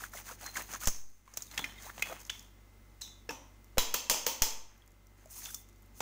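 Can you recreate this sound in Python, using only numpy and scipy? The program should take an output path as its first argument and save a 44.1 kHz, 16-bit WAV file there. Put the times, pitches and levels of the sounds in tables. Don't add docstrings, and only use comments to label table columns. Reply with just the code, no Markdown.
import sys
import numpy as np
from scipy import signal
from scipy.fft import rfft, irfft
from scipy.io import wavfile
from scipy.ndimage import uniform_filter1d

SR = 44100
rng = np.random.default_rng(int(sys.argv[2]) if len(sys.argv) > 2 else 0)


def store_pcm(level_fs):
    pcm = np.round(np.clip(level_fs, -1, 1) * 32767).astype(np.int16)
    wavfile.write(sys.argv[1], SR, np.atleast_2d(pcm).T)


def boost(x):
    u = np.asarray(x, float) / 20
    return 10 ** u


N = 265041

# (time [s], length [s], place of most pressure [0-1], friction hiss [dB], sieve floor rumble [dB])
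STROKES = [(-.04, 0.16, 0.42, -45.5, -55), (0.091, 0.16, 0.55, -45, -52.5), (0.218, 0.18, 0.37, -45, -54),
           (0.365, 0.22, 0.33, -46.5, -52.5), (0.521, 0.16, 0.35, -40, -46),
           (0.637, 0.17, 0.61, -43, -49.5), (0.788, 0.27, 0.11, -42, -53.5), (0.866, 0.62, 0, -63.5, -74.5),
           (1.232, 0.28, 0.27, -66, -67.5), (1.349, 0.24, 0.15, -50.5, -65),
           (1.483, 0.14, 0.44, -51, -56.5), (1.567, 0.27, 0, -49.5, -51.5), (1.733, 0.22, 0.59, -48, -54.5),
           (1.891, 0.21, 0.51, -51, -58.5), (2.013, 0.23, 0.3, -48, -49.5), (2.177, 0.08, 0.4, -51, -61),
           (2.225, 0.074, 0.65, -54, -63.5), (2.287, 0.27, 0.1, -55.5, -63),
           (4.614, 0.49, 0.21, -75.5, -70.5), (5.16, 0.31, 0.07, -67.5, -71),
           (5.264, 0.22, 0.55, -48, -65.5), (5.402, 0.1, 0.52, -43.5, -59.5),
           (5.478, 0.19, 0.1, -50.5, -68), (5.925, 0.16, 0.31, -56.5, -76)]
# (frequency [Hz], density [dB per Hz])
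GRIT_SPECTRUM = [(1470, -45), (2500, -3), (2910, -8), (4470, -2.5), (5700, -1.5), (6300, 7.5), (7340, 3),
                 (12100, -7.5), (14900, -5.5), (15500, 6)]
# (frequency [Hz], level [dB], t60 [s])
SIEVE_MODES = [(997, -20, 0.71), (2350, -20, 0.46), (3400, -11, 0.35), (4680, -20.5, .4), (4460, -2, 0.41),
               (5130, 0, 0.4), (6300, -18, 0.497), (5850, -19, .3), (6110, -6.5, 0.27), (6580, -2.5, 0.2),
               (7060, -3, 0.29), (7160, -26.5, 0.16), (9330, -3, .3), (10240, -16, .3),
               (12930, -25.5, 0.14), (11450, -6.5, 0.22), (13700, 3, 0.16)]

# (time [s], length [s], place of most pressure [0-1], level [dB])
SWEEPS = [(-.03, 0.12, .45, -57), (.1, .14, .5, -58), (.23, .15, .4, -59), (.803, .08, .1, -53),
          (5.292, .12, 0.19, -55), (5.34, .12, .4, -50.5), (5.43, .15, .5, -53), (5.54, .14, .15, -60),
          (5.945, .12, .4, -61)]
# (frequency [Hz], density [dB per Hz])
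BARE_SPECTRUM = [(4300, -31), (5200, -3), (7000, -3), (9000, 0.5), (12000, -4), (14000, -1), (15600, 4.5)]

# (time [s], length [s], first rate [Hz], level [dB])
SPEEDING_CHIRPS = [(0.419, 0.034, 516, -54), (0.451, 0.033, 1100, -41.5), (0.724, 0.018, 672, -47),
                   (0.728, 0.038, 1048, -42.5), (1.844, 0.0644, 500, -48.5), (2.096, 0.04, 484, -42.5),
                   (2.122, 0.0067, 707, -36)]
SLOWING_CHIRPS = [(0, 0.017, 1740, -48), (0.268, 0.038, 1796, -45.5), (0.289, 0.046, 892, -51),
                  (0.553, 0.036, 1758, -37), (0.593, 0.0163, 580, -47.5), (0.818, 0.037, 1573, -42.5),
                  (1.978, 0.0097, 586, -47)]
SLIDING_CHIRPS = [(.015, 0.015, 760, -49), (0.029, 0.025, 1480, -46.5), (0.132, 0.016, 1480, -45),
                  (0.143, 0.018, 626, -48), (0.18, 0.02, 1380, -52), (0.824, 0.043, 2020, -48),
                  (1.535, 0.014, 1960, -57), (1.893, 0.0143, 1453, -45), (2.085, 0.051, 1427, -48),
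                  (5.353, 0.056, 1218, -61), (5.464, 0.05, 1393, -54), (5.4, 0.04, 2300, -58),
                  (0.045, 0.03, 2100, -52), (0.16, 0.03, 2000, -52), (0.3, 0.03, 1400, -50),
                  (0.6, 0.03, 2300, -50), (5.533, 0.029, 1247, -58.5)]
SPEEDING_OCT_PER_S, SLOWING_OCT_PER_S, SLIDING_OCT_PER_S = 22, -18.5, -1.8

# (time [s], peak [dB], weight behind the blow [dB], room send [dB])
HARD_RAPS = [
    (3.7818, -23.5, 3.5, 2.5),
    (3.9421, -22.5, 0, 0),
    (4.0981, -21, 0, 4),
    (4.2655, -24, -1, 4),
    (4.4203, -19.5, -3, 2.5),
]
BUMPS = [
    (0.8725, -21, 0.33, -18),
    (1.592, -41, 14, -37),
    (1.9794, -57, 21, -27),
    (1.9946, -45, 10.6, -30),
    (3.2922, -45.5, 11, 6),
    (4.115, -36.5, 0.69, -18.5),
]
THUMPS = [
    (2.126, -46.5, 13, -3),
    (3.3072, -39.5, 7.9, 2),
    (3.7735, -52.5, 23, -2.5),
    (6.005, -29.5, 8, -10.5),
]
CLANKS = [(1.5773, -28.5, 9.5, -22.5), (1.6435, -40.5, 11, -11), (2.299, -33, 8, -6),
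          (3.0114, -46, 2, -26.5), (3.0766, -52, 4, -20), (1.513, -49, 8, -10), (1.822, -48, 2, -10),
          (1.838, -57, 3, -10), (5.457, -39.5, 3, 0)]
SHARP_CLICKS = [(0.1366, -45.5, 3, 4), (0.835, -37.5, 11.5, 4.5), (0.9033, -39, -5, -24),
                (1.3718, -27.5, 8.5, -42.5), (2.0233, -31, 17.5, -14), (3.016, -42, 8, 7),
                (5.5055, -42, -3, -18), (5.5443, -30, -10, -14)]
DULL_CLICKS = [(0.4629, -33, 7, -21), (0.569, -30.5, -11, -10), (0.8823, -26.5, 8, -24),
               (0.887, -40.5, -13, 11), (1.338, -42.5, 9.5, -7), (1.4216, -33, -2, -24),
               (4.1439, -29.5, 11, 5.5)]
# (under 1.5 kHz [dB], 1.5-4.5 kHz [dB], over 9 kHz [dB])
RAP_COLOUR = (-2.5, 2.7, -5.5)
BUMP_COLOUR = (-1, -2.1, -5.5)
THUMP_COLOUR = (0, -22, -11)
CLANK_COLOUR = (-17.5, 0, -11.5)
SHARP_COLOUR = (-19, -12.5, -6.5)
DULL_COLOUR = (-15.5, -24, -12)

# (time [s], height [dB], frequency [Hz])
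LONG_RINGS = [(0.44, -58, 4160), (0.462, -49.5, 4170), (1.585, -55, 3710), (1.6, -55, 4100),
              (1.645, -59, 5400), (3.79, -44, 991), (3.8, -47.5, 2890), (3.79, -42.5, 3370),
              (3.95, -44.5, 2680), (4.11, -46, 3370), (4.28, -49.5, 3050)]
SMEARED_RINGS = [(.875, -39, 6300), (2.3, -48, 3300), (3.018, -46, 3860), (3.05, -50.5, 3560),
                 (3.02, -53, 6500), (3.3, -46.5, 900), (3.305, -49, 5900), (3.79, -46.5, 2230),
                 (3.95, -48, 965), (3.95, -44, 3170), (4.108, -40, 920), (4.13, -46.5, 620),
                 (4.275, -40, 920), (4.275, -47.5, 3250), (4.428, -40, 890), (4.43, -41, 3250)]
FREE_RINGS = [(1.59, -42.5, 3450), (1.76, -55, 2100), (.88, -50, 5400), (3.03, -51, 3830),
              (1.66, -49, 1800), (1.62, -53, 280), (1.62, -53.5, 227), (1.645, -49, 3100),
              (2.022, -43.5, 3360), (3.292, -47, 290)]
HELD_RINGS = [(1.578, -37, 3280), (1.54, -52, 2040), (1.78, -57, 3700), (1.785, -57, 3230),
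              (1.85, -54.5, 3960), (2.023, -49, 2818), (2.062, -52, 2497), (2.298, -43.5, 2210),
              (2.298, -40, 3446), (3.02, -50, 5380), (3.02, -46, 6110), (5.457, -45, 3490),
              (5.545, -52, 3510), (3.782, -28.5, 3980), (4.265, -34, 15000), (1.278, -64, 2180)]
MUTED_RINGS = [(0.741, -50, 4240), (3.942, -32, 13200), (2.03, -42, 3050), (5.56, -52, 6100),
               (5.44, -46, 6200), (1.513, -50, 4150), (1.785, -50, 2050), (1.545, -50, 5000),
               (1.278, -50.5, 1060), (2.023, -28, 2110), (2.07, -52, 2150), (2.296, -32, 2970),
               (3.019, -39.5, 4040), (3.291, -35.5, 468), (3.292, -42, 1696), (3.293, -39, 5460),
               (3.773, -32.5, 523), (4.112, -33.5, 485), (4.267, -35.5, 490), (5.258, -54, 625),
               (.874, -41.5, 181), (3.781, -41, 180), (4.098, -45, 194)]
CHOKED_RINGS = [(1.642, -29.5, 2080), (1.643, -32, 2470), (2.025, -22.5, 2466), (3.015, -40, 7800),
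                (3.294, -34, 2600), (4.821, -59, 3250), (1.4056, -56, 3860), (1.4784, -56, 3670),
                (6.005, -40, 3550), (6.005, -36, 800), (6.005, -39, 1350)]
LONG_T60_S, SMEARED_T60_S, FREE_T60_S = 0.75, 0.44, 0.42
HELD_T60_S, MUTED_T60_S, CHOKED_T60_S = 0.21, 0.077, 0.055

# (time [s], level [dB])
RAP_RINGS = [
    (3.782, -37),
    (3.941, -42),
    (4.098, -35.5),
    (4.265, -43),
    (4.421, -38),
]
# (frequency [Hz], level [dB], t60 [s])
RIM_MODES = [(3250, -4, 0.3), (4060, -12, .4), (4970, -5, 0.45), (6330, -2, 0.55), (7100, -2, 0.34),
             (7530, -5, 0.36), (8900, -8, 0.33), (10400, -10, 0.26), (11700, -10, 0.28), (13150, -10, .26),
             (14700, -4.5, .26), (15200, -4, .22)]

# (time [s], peak [dB])
TICKS = [(0.737, -30), (0.749, -26.5), (0.7594, -54), (0.856, -20), (1.513, -40.5), (1.5435, -49),
         (1.822, -35.5), (2.2023, -39), (2.214, -40), (2.2507, -38), (2.267, -42), (2.394, -35.5),
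         (2.4269, -46), (3.644, -49.5), (4.778, -56), (4.8614, -66), (4.8772, -49.5), (4.906, -61),
         (4.918, -55.5), (5.069, -51), (5.2582, -48.5), (5.273, -57), (5.3008, -49), (5.3083, -46),
         (5.3786, -40), (5.441, -38), (5.696, -56), (5.829, -60), (1.388, -42), (1.71, -48), (2.09, -42),
         (5.7602, -60), (0.806, -42), (5.6102, -61), (5.6883, -52), (5.7283, -60), (5.8222, -60),
         (5.8594, -64)]
# (time [s], peak [dB])
THREADS = [(.043, -46), (.095, -46), (.12, -47), (.131, -47), (.214, -48), (.62, -46), (.665, -46),
           (4.861, -58), (5.822, -55), (5.861, -54)]

# (frequency [Hz], density [dB per Hz])
ROOM_COLOUR = [(140, -46.5), (230, -11), (345, -18), (508, -11), (710, -16.5), (975, -13), (1490, -25),
               (3170, -9), (4360, -12), (6090, -10.5), (8520, -18.5), (15500, -8.5)]
# (frequency [Hz], t60 [s])
ROOM_T60 = [(300, 0.56), (1000, 0.62), (3000, 0.46), (6500, 0.47), (10000, 0.36), (15000, 0.33)]

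# (frequency [Hz], density [dB per Hz])
AIR_SPECTRUM = [(68, -47.5), (115, -10.5), (147, -6), (223, -3), (679, -15), (852, -12.5), (1830, -18.5),
                (2030, -19), (2550, -20.5), (4630, -26.5), (6580, -27.5), (12500, -31), (15000, -29),
                (16000, -17)]
# (frequency [Hz], level [dB rms])
FAN_HUM = [(48.4, -59.5), (96.9, -65.5), (226.1, -76), (344.5, -79), (586.8, -83.5), (839.8, -89),
           (1297, -84), (1954, -89), (2056, -78.5), (2105, -85)]
# (time [s], gain [dB])
DUCKING = [
    (0, 1.5),
    (.87, 2),
    (1.15, -9.5),
    (1.6, 3),
    (2.3, 0.5),
    (3.78, 0.5),
    (3.8, -2.5),
    (4.65, -4),
    (5.45, 0),
]
# (time [s], step [full scale])
JOLTS = [
    (0.873, .085),
    (3.78, 0.083),
    (3.943, -0.0025),
    (4.096, -0.013),
    (4.265, .0015),
    (4.419, 0.064),
]
# (frequency [Hz], width [Hz], boost [dB])
MIC_PEAKS = [(6350, 2200, 4), (15000, 4000, 4)]


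def at_hz(points, hz):
    points_hz, values = np.transpose(points)
    return np.interp(np.log(np.maximum(hz, 1)), np.log(points_hz), values)


def rms_one(x):
    return x / np.sqrt(np.mean(x ** 2) + 1e-20)


def coloured(x, spectrum):
    gain = boost(at_hz(spectrum, np.fft.rfftfreq(len(x), 1 / SR)))
    return rms_one(irfft(rfft(x) * gain, len(x)))


def band(x, low_hz, high_hz):
    sos = signal.butter(2, [low_hz, min(high_hz, .45 * SR)], "band", fs=SR, output="sos")
    return signal.sosfilt(sos, x)


def grains(per_s, spread_db):
    sizes = boost(spread_db * np.minimum(rng.exponential(1, N), 5)) * rng.choice([-1, 1], N)
    return sizes * (rng.random(N) < per_s / SR)


def clicks(times, peaks_db):
    out = np.full(N, 1e-18)
    at = np.minimum((np.asarray(times) * SR).astype(int), N - 1)
    np.add.at(out, at, boost(peaks_db))
    return out


def bursts(times, peaks_db, t60):
    envelope = signal.lfilter([1], [1, -boost(-60 / (t60 * SR))], clicks(times, peaks_db))
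    return envelope * rng.standard_normal(N)


def ring(s, height_db, hz, t60, blur, count=6):
    out, start = np.zeros(N), int(s * SR)
    t = np.arange(min(N - start, int(t60 * SR) * 4 // 5), dtype=np.float32) / SR
    spread = rng.standard_normal((count, 1))
    crowd_hz = hz * (1 + blur * (spread - spread.mean()))
    offset = rng.uniform(0, 2.6, (count, 1))
    turns = (2 * np.pi * crowd_hz).astype(np.float32) * t + offset.astype(np.float32)
    decay = boost(height_db - 60 * t / t60)
    out[start:start + len(t)] = 0.61 / np.sqrt(count) * decay * np.sin(turns).sum(axis=0)
    return out


def pressure(strokes, levels_db):
    t = np.arange(N // 16 + 2) * 16 / SR
    out = np.zeros(len(t))
    for (s, length, place, *_), level_db in zip(strokes, levels_db):
        corners = s + length * np.array([0, np.clip(place, .05, .95), 1])
        swell = np.sin(np.interp(t, corners, [0, np.pi / 2, np.pi]))
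        out += boost(level_db) * np.abs(swell) ** 2.22
    return np.interp(np.arange(N) / SR, t, out)


def scrape():
    judder = boost(1.8 * rms_one(band(rng.standard_normal(N), 30, 150)))
    grit = coloured(grains(10000, spread_db=3.2) * judder, GRIT_SPECTRUM)
    singing = 0
    for hz, mode_db, t60 in SIEVE_MODES:
        r = boost(-60 / (.05 * t60 * SR))
        w = 2 * np.pi * hz / SR
        mode = signal.lfilter([1 - r], [1, -2 * r * np.cos(w), r * r], grit)
        singing = singing + boost(mode_db) * np.sin(w) * mode
    grit = grit + 0.19 * rms_one(singing)
    rumble = rms_one(band(grains(2200, spread_db=3.5) * judder ** .5, 650, 2360))
    rumble += 0.2 * rms_one(band(grains(320, spread_db=3.0), 162, 350))
    hiss_db, rumble_db = np.transpose(STROKES)[3:]
    top_db = hiss_db - 2 + 0.077 * (rumble_db - hiss_db)
    hiss = pressure(STROKES, hiss_db) * band(grit, 1940, 8530)
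    top = 1.5 * pressure(STROKES, top_db) * band(grit, 6920, 14600)
    return hiss + top + pressure(STROKES, rumble_db) * rumble


def sweep():
    hiss = coloured(grains(14000, spread_db=2.6), BARE_SPECTRUM)
    edges = 4000 * 2 ** np.arange(0, 2.1, .4)
    flicker = rng.standard_normal((len(edges) - 1, N // 600 + 2))
    patches = 0
    for k, (low, high, drift) in enumerate(zip(edges, edges[1:], flicker)):
        drift_db = 3.0 * np.interp(np.arange(N) / 600, np.arange(len(drift)), drift)
        patches = patches + band(hiss, low, high) * boost(drift_db) * (-1) ** k
    return pressure(SWEEPS, np.transpose(SWEEPS)[3]) * rms_one(patches)


def chirps():
    out = np.zeros(N)
    kinds = [(SPEEDING_CHIRPS, SPEEDING_OCT_PER_S), (SLOWING_CHIRPS, SLOWING_OCT_PER_S),
             (SLIDING_CHIRPS, SLIDING_OCT_PER_S)]
    for rows, glide in kinds:
        for s, length, first_hz, level_db in rows:
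            u = np.linspace(0, 1, int(length * SR))
            wobble = np.interp(u, np.linspace(0, 1, 16), rng.standard_normal(16))
            lumps = np.interp(u, np.linspace(0, 1, 12), rng.standard_normal(12))
            rate_hz = first_hz * 2 ** (glide * length * u) * (1 + .23 * wobble)
            turn = 2 * np.pi * np.cumsum(rate_hz) / SR
            tone = np.sin(turn) + 0.16 * np.sin(2 * turn)
            swell = boost(level_db + 4.5 * lumps) * np.sin(np.pi * u) ** .7
            out[int(s * SR):int(s * SR) + len(u)] += swell * tone
    return out


def knocks():
    kinds = [(HARD_RAPS, RAP_COLOUR), (BUMPS, BUMP_COLOUR), (THUMPS, THUMP_COLOUR), (CLANKS, CLANK_COLOUR),
             (SHARP_CLICKS, SHARP_COLOUR), (DULL_CLICKS, DULL_COLOUR)]
    blows = []
    for rows, (low_db, mid_db, high_db) in kinds:
        for s, peak_db, weight_db, send_db in rows:
            blows.append((s, peak_db, low_db + weight_db, mid_db + weight_db, high_db, send_db))
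    return np.transpose(blows)


def crack(s, peak_db, low_db, mid_db, high_db):
    out = 1.0 * band(bursts(s, peak_db + low_db, t60=0.072), 58, 235)
    out += 1.91 * band(bursts(s, peak_db + low_db, t60=0.034), 370, 1550)
    out += 1.19 * band(bursts(s, peak_db + mid_db, t60=0.029), 1250, 3600)
    out += 1.56 * band(bursts(s, peak_db, t60=0.03), 5270, 7360)
    out += 1.3 * band(bursts(s, peak_db + high_db + 1.5, t60=0.007), 11500, 15500)
    out += 1.7 * band(bursts(s, peak_db + high_db, t60=0.022), 7700, 25000)
    return out + 1.1 * band(bursts(s, peak_db + high_db, t60=0.0066), 16000, 27000)


def partials():
    kinds = [(LONG_RINGS, LONG_T60_S, .005), (SMEARED_RINGS, SMEARED_T60_S, .035), (FREE_RINGS, FREE_T60_S, .014),
             (HELD_RINGS, HELD_T60_S, .014), (MUTED_RINGS, MUTED_T60_S, .016), (CHOKED_RINGS, CHOKED_T60_S, .021)]
    return sum(ring(*row, t60, blur, count=10) for rows, t60, blur in kinds for row in rows)


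def rapped(modes, blur, count):
    out = np.zeros(N)
    for s, rap_db in RAP_RINGS:
        for hz, mode_db, t60 in modes:
            chance_db = 3 * rng.standard_normal()
            out += ring(s, rap_db + mode_db + chance_db, hz, t60, blur, count)
    return out


def sieve():
    return rapped(SIEVE_MODES, blur=0.05, count=14)


def rim():
    return rapped(RIM_MODES, blur=0.012, count=11)


def ticks():
    s, peak_db = np.transpose(TICKS)
    top_db = -56 + 0.49 * (peak_db + 50)
    threads = band(bursts(*np.transpose(THREADS), t60=0.008), 10500, 16000)
    snaps = 1.02 * band(bursts(s, peak_db, t60=0.013), 5340, 7530)
    return threads + snaps + 1.17 * band(bursts(s, top_db, t60=0.0078), 7800, 17000)


def into_room(s, peak_db, low_db, mid_db, high_db):
    out = 26 * band(clicks(s, peak_db + low_db), 180, 1500)
    out -= 17 * band(clicks(s, peak_db + mid_db), 1220, 3330)
    out += 15 * band(clicks(s, peak_db), 5160, 8400)
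    return out - 13 * band(clicks(s, peak_db + high_db), 8900, 18000)


def room_tail():
    t = np.arange(int(.7 * SR)) / SR
    edges = 200 * 2 ** np.arange(0, 6.6, .5)
    tail = 0
    for low, high in zip(edges, edges[1:]):
        decay = boost(-60 * t / at_hz(ROOM_T60, np.sqrt(low * high)))
        tail = tail + band(rng.standard_normal(len(t)), low, high) * decay
    build_up = 1 - np.exp(-t / 0.00092)
    return coloured(tail * build_up, ROOM_COLOUR) / np.sqrt(len(t))


def kitchen(x):
    place = (np.arange(N) // int(.16 * SR) + 1) % 4
    return sum(signal.fftconvolve(x * (place == k), room_tail())[:N] for k in range(4))


def background():
    t = np.arange(N) / SR
    waver = np.cumsum(band(rng.standard_normal(N), 0.49, 19)) * 0.004
    hum = 0
    for k, (hz, level_db) in enumerate(FAN_HUM):
        line = np.sin(2 * np.pi * hz * t + waver * np.sqrt(hz / 400) + k)
        hum = hum + np.sqrt(2) * boost(level_db) * line
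    air = boost(-63.5) * coloured(rng.standard_normal(N), AIR_SPECTRUM)
    air += boost(-70.5) * rms_one(band(rng.standard_normal(N), 22, 78))
    duck_s, duck_db = np.transpose(DUCKING)
    return boost(np.interp(t, duck_s, duck_db)) * (hum + air)


def scene():
    s, peak_db, low_db, mid_db, high_db, send_db = knocks()
    blows = crack(s, peak_db, low_db, mid_db, high_db)
    sent = into_room(s, peak_db + send_db, low_db, mid_db, high_db)
    rings = partials() + sieve() + rim()
    rubbing = scrape() + sweep() + chirps() + ticks()
    room = kitchen(boost(-5.0) * sent + boost(-13.5) * rings + boost(-19.0) * rubbing)
    return (blows + rings + rubbing + room + background())[None]


def baseline():
    settle_hz, damping = 2.8, 0.79
    w = 2 * np.pi * settle_hz
    wd = w * np.sqrt(1 - damping ** 2)
    out = np.zeros(N)
    for s, step in JOLTS:
        start = int(s * SR)
        t = np.arange(N - start) / SR
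        swing = np.cos(wd * t) - damping * w / wd * np.sin(wd * t)
        out[start:] = step * np.exp(-damping * w * t) * swing
    return signal.lfilter([.02], [1, -.98], out)


def top_cut(x):
    return signal.sosfilt(signal.butter(12, 16810, fs=SR, output="sos"), x)


def record(dry):
    cutoff_hz, attack_top_hz = 15620, 16800
    x = dry
    for hz, width_hz, db in MIC_PEAKS:
        x = x + (boost(db) - 1) * signal.lfilter(*signal.iirpeak(hz, hz / width_hz, fs=SR), x)
    x = x + baseline()
    body = signal.sosfilt(signal.ellip(12, .5, 60, cutoff_hz, fs=SR, output="sos"), x)
    top = signal.sosfilt(signal.ellip(4, .5, 40, [cutoff_hz, attack_top_hz], "band", fs=SR, output="sos"), x)
    fast = uniform_filter1d(top ** 2, 300)
    slow = uniform_filter1d(top ** 2, 3000)
    attack = uniform_filter1d(1. * (fast > 3.5 * slow), 200)
    return top_cut(body + boost(-26) * attack * top)


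dry = scene()
out = record(dry)
store_pcm(out)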